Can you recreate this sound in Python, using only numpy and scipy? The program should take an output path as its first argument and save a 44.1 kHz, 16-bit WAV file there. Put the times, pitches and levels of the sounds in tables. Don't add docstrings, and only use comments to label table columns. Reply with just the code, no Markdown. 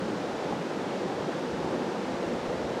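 import sys
import numpy as np
from scipy import signal
from scipy.fft import rfft, irfft, next_fast_len
from scipy.io import wavfile
from scipy.ndimage import uniform_filter1d, map_coordinates

SR = 44100
rng = np.random.default_rng(int(sys.argv[2]) if len(sys.argv) > 2 else 0)


def materialize(psi):
    bounded = np.clip(np.atleast_2d(psi).T, -1, 1)
    quanta = np.round(bounded * 32767).astype(np.int16)
    wavfile.write(sys.argv[1], SR, quanta)


N = 123479

# t/s, deep level/dB, upper level/dB
ROAR_LEVELS = [(0, -33.5, -35), (.15, -36.5, -35), (.4, -40, -33.5), (.53, -32.5, -34.5), (.66, -37.5, -34),
               (.85, -36.5, -34.5), (1.06, -35.5, -34.5), (1.25, -34.5, -34), (1.5, -37, -35),
               (1.72, -33.5, -33.5), (1.95, -35.5, -33.5), (2.3, -35.5, -34.5), (2.5, -36.5, -34),
               (2.8, -38, -34)]
# f/Hz, relative level/dB (per Hz)
DEEP_ROAR_COLOUR = [(70, -48), (100, -15), (130, -9.5), (180, -1.5), (300, -0.5), (380, -2.5), (520, -54),
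                    (900, -85)]
# f/Hz, relative level/dB (per Hz)
UPPER_ROAR_COLOUR = [(200, -56), (290, -9.5), (375, -4), (490, 0), (640, -6.5), (850, -7), (1120, -15),
                     (1500, -23.5), (3000, -100)]
GURGLE_DB = -9


def roar():
    deep_db, upper_db = curves(ROAR_LEVELS)
    deep = rush(DEEP_ROAR_COLOUR, patchy_db=0.3)
    upper_noise = rush(UPPER_ROAR_COLOUR, patchy_db=-0.43)
    upper = unit(upper_noise + amp(GURGLE_DB) * gurgle(count=500))
    return amp(deep_db) * deep + amp(upper_db) * upper


GURGLE_HZ, GURGLE_SPREAD = 478.3, 0.2973
STRENGTH_SCATTER_DB = 1.5


def gurgle(count):
    draw = rng.random((count, 2))
    start_s = draw[:, 0] * N / SR
    strength_db = -STRENGTH_SCATTER_DB * np.log(draw[:, 1] + 0.0013)
    pitch_hz = GURGLE_HZ * np.exp(GURGLE_SPREAD * rng.standard_normal(count))
    return unit(bubbles(start_s, strength_db, pitch_hz))


# t/s, strength level/dB, starting f/Hz
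PLOP_EVENTS = [(0.126, -20.5, 370), (0.5235, -15.5, 800), (0.657, -17.5, 366), (1.042, -19, 360),
               (1.098, -20, 760), (1.121, -21.5, 797), (1.595, -18, 377), (1.682, -22, 375),
               (1.73, -19.5, 362), (2.5, -18, 483), (2.555, -20.5, 395), (2.6, -22, 490)]


def plops():
    start_s, strength_db, pitch_hz = np.transpose(PLOP_EVENTS)
    return bubbles(start_s, strength_db, pitch_hz)


SWELL_S, SWELL_WIDTH_S = 2.53, .06
SWELL_DB, SWELL_HZ, SWELL_SPREAD = -30, 508, 0.12


def swell(count):
    draw = rng.standard_normal((count, 3))
    start_s = np.clip(SWELL_S + SWELL_WIDTH_S * draw[:, 0], 0, N / SR)
    strength_db = SWELL_DB + 2 * draw[:, 1]
    pitch_hz = SWELL_HZ * np.exp(SWELL_SPREAD * draw[:, 2])
    return bubbles(start_s, strength_db, pitch_hz)


CYCLES, RISE, ATTACK_CYCLES = 30, .1, 3.5


def bubbles(start_s, strength_db, pitch_hz):
    k = np.arange(SR // 10)
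    turns = pitch_hz[:, None] * k / SR
    fade = amp(strength_db[:, None] - 60 * turns / CYCLES)
    soft_start = 1 - np.exp(-turns / ATTACK_CYCLES)
    rising_turns = turns * (1 + .5 * RISE * turns / CYCLES)
    tone = fade * soft_start * np.sin(2 * np.pi * rising_turns)
    places = (start_s * SR).astype(int)[:, None] + k
    return np.bincount(places.ravel(), tone.ravel(), N + SR)[:N]


# f/Hz, relative level/dB (per Hz)
SPRAY_NOISE_COLOUR = [(300, -82), (700, -5.5), (1100, -2), (1600, -2), (2400, -8.5), (3600, -11),
                      (5600, -16.5), (7300, -21.5), (9500, -30), (11700, -38.5), (12700, -36.5),
                      (13900, -45), (15700, -50)]
SPRAY_DB = -42.5


def spray():
    level_db = SPRAY_DB + 0.19 * wobble(6.3)
    return amp(level_db) * rush(SPRAY_NOISE_COLOUR, patchy_db=0.17)


# t/s, level/dB
RUMBLE_LEVELS = [(0.05, -50), (0.3, -59.5), (0.35, -46), (0.42, -61), (0.46, -47), (0.56, -54), (0.66, -70),
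                 (0.73, -52), (0.75, -63), (1.01, -66), (1.03, -54), (1.48, -62), (1.52, -39), (1.56, -53),
                 (1.75, -55), (2.03, -63), (2.05, -41), (2.11, -54), (2.6, -53), (2.655, -45.5),
                 (2.72, -60), (2.77, -58)]
# f/Hz, relative level/dB (per Hz)
RUMBLE_NOISE_COLOUR = [(10, -30), (20, -24), (40, -16), (70, -3.5), (105, -8), (140, -7.5), (240, -86)]
LUMP_DB, LUMPS_PER_S = 4, 28


def rumble():
    level_db, = curves(RUMBLE_LEVELS)
    surges = amp(LUMP_DB * wobble(LUMPS_PER_S))
    lumpy = unit(surges * rush(RUMBLE_NOISE_COLOUR, patchy_db=-0.7))
    return amp(level_db) * lumpy


THUMP_S, THUMP_WIDTH_S, THUMP_DB, THUMP_HZ = 2.485, 0.014, -44, 22


def thump():
    t = np.arange(N) / SR - THUMP_S
    bell = np.exp(-.5 * (t / THUMP_WIDTH_S) ** 2)
    return amp(THUMP_DB) * bell * np.cos(2 * np.pi * THUMP_HZ * t)


def rush(colour, patchy_db):
    z = signal.stft(rng.standard_normal(N), nperseg=512)[2]
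    field = rng.standard_normal(z.shape)
    field = uniform_filter1d(field, size=5, axis=0)
    field = uniform_filter1d(field, size=12, axis=1)
    noise = signal.istft(z * amp(patchy_db * unit(field)), nperseg=512)[1][:N]
    f, db = np.transpose(colour)
    return unit(filtered(noise, lambda hz: amp(np.interp(np.log(hz + 1), np.log(f + 1), db))))


def wobble(rate):
    return map_coordinates(rng.standard_normal(200), [np.arange(N) * rate / SR], mode="wrap")


def curves(rows):
    s, *cols = np.transpose(rows)
    return [np.interp(np.arange(N) / SR, s, c) for c in cols]


def filtered(x, response):
    m = next_fast_len(N + SR // 2)
    return irfft(rfft(x, m) * response(np.fft.rfftfreq(m, 1 / SR)), m)[..., :N]


def amp(db):
    return 10 ** (np.asarray(db) / 20)


def unit(x):
    return x / np.sqrt(np.mean(x ** 2) + 1e-20)


def scene():
    river = roar() + plops() + swell(count=30) + spray() + rumble() + thump()
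    return river[None]


TOP_HZ = 15720


def record(dry):
    return filtered(dry, lambda hz: hz < TOP_HZ)


dry = scene()
out = record(dry)
materialize(out)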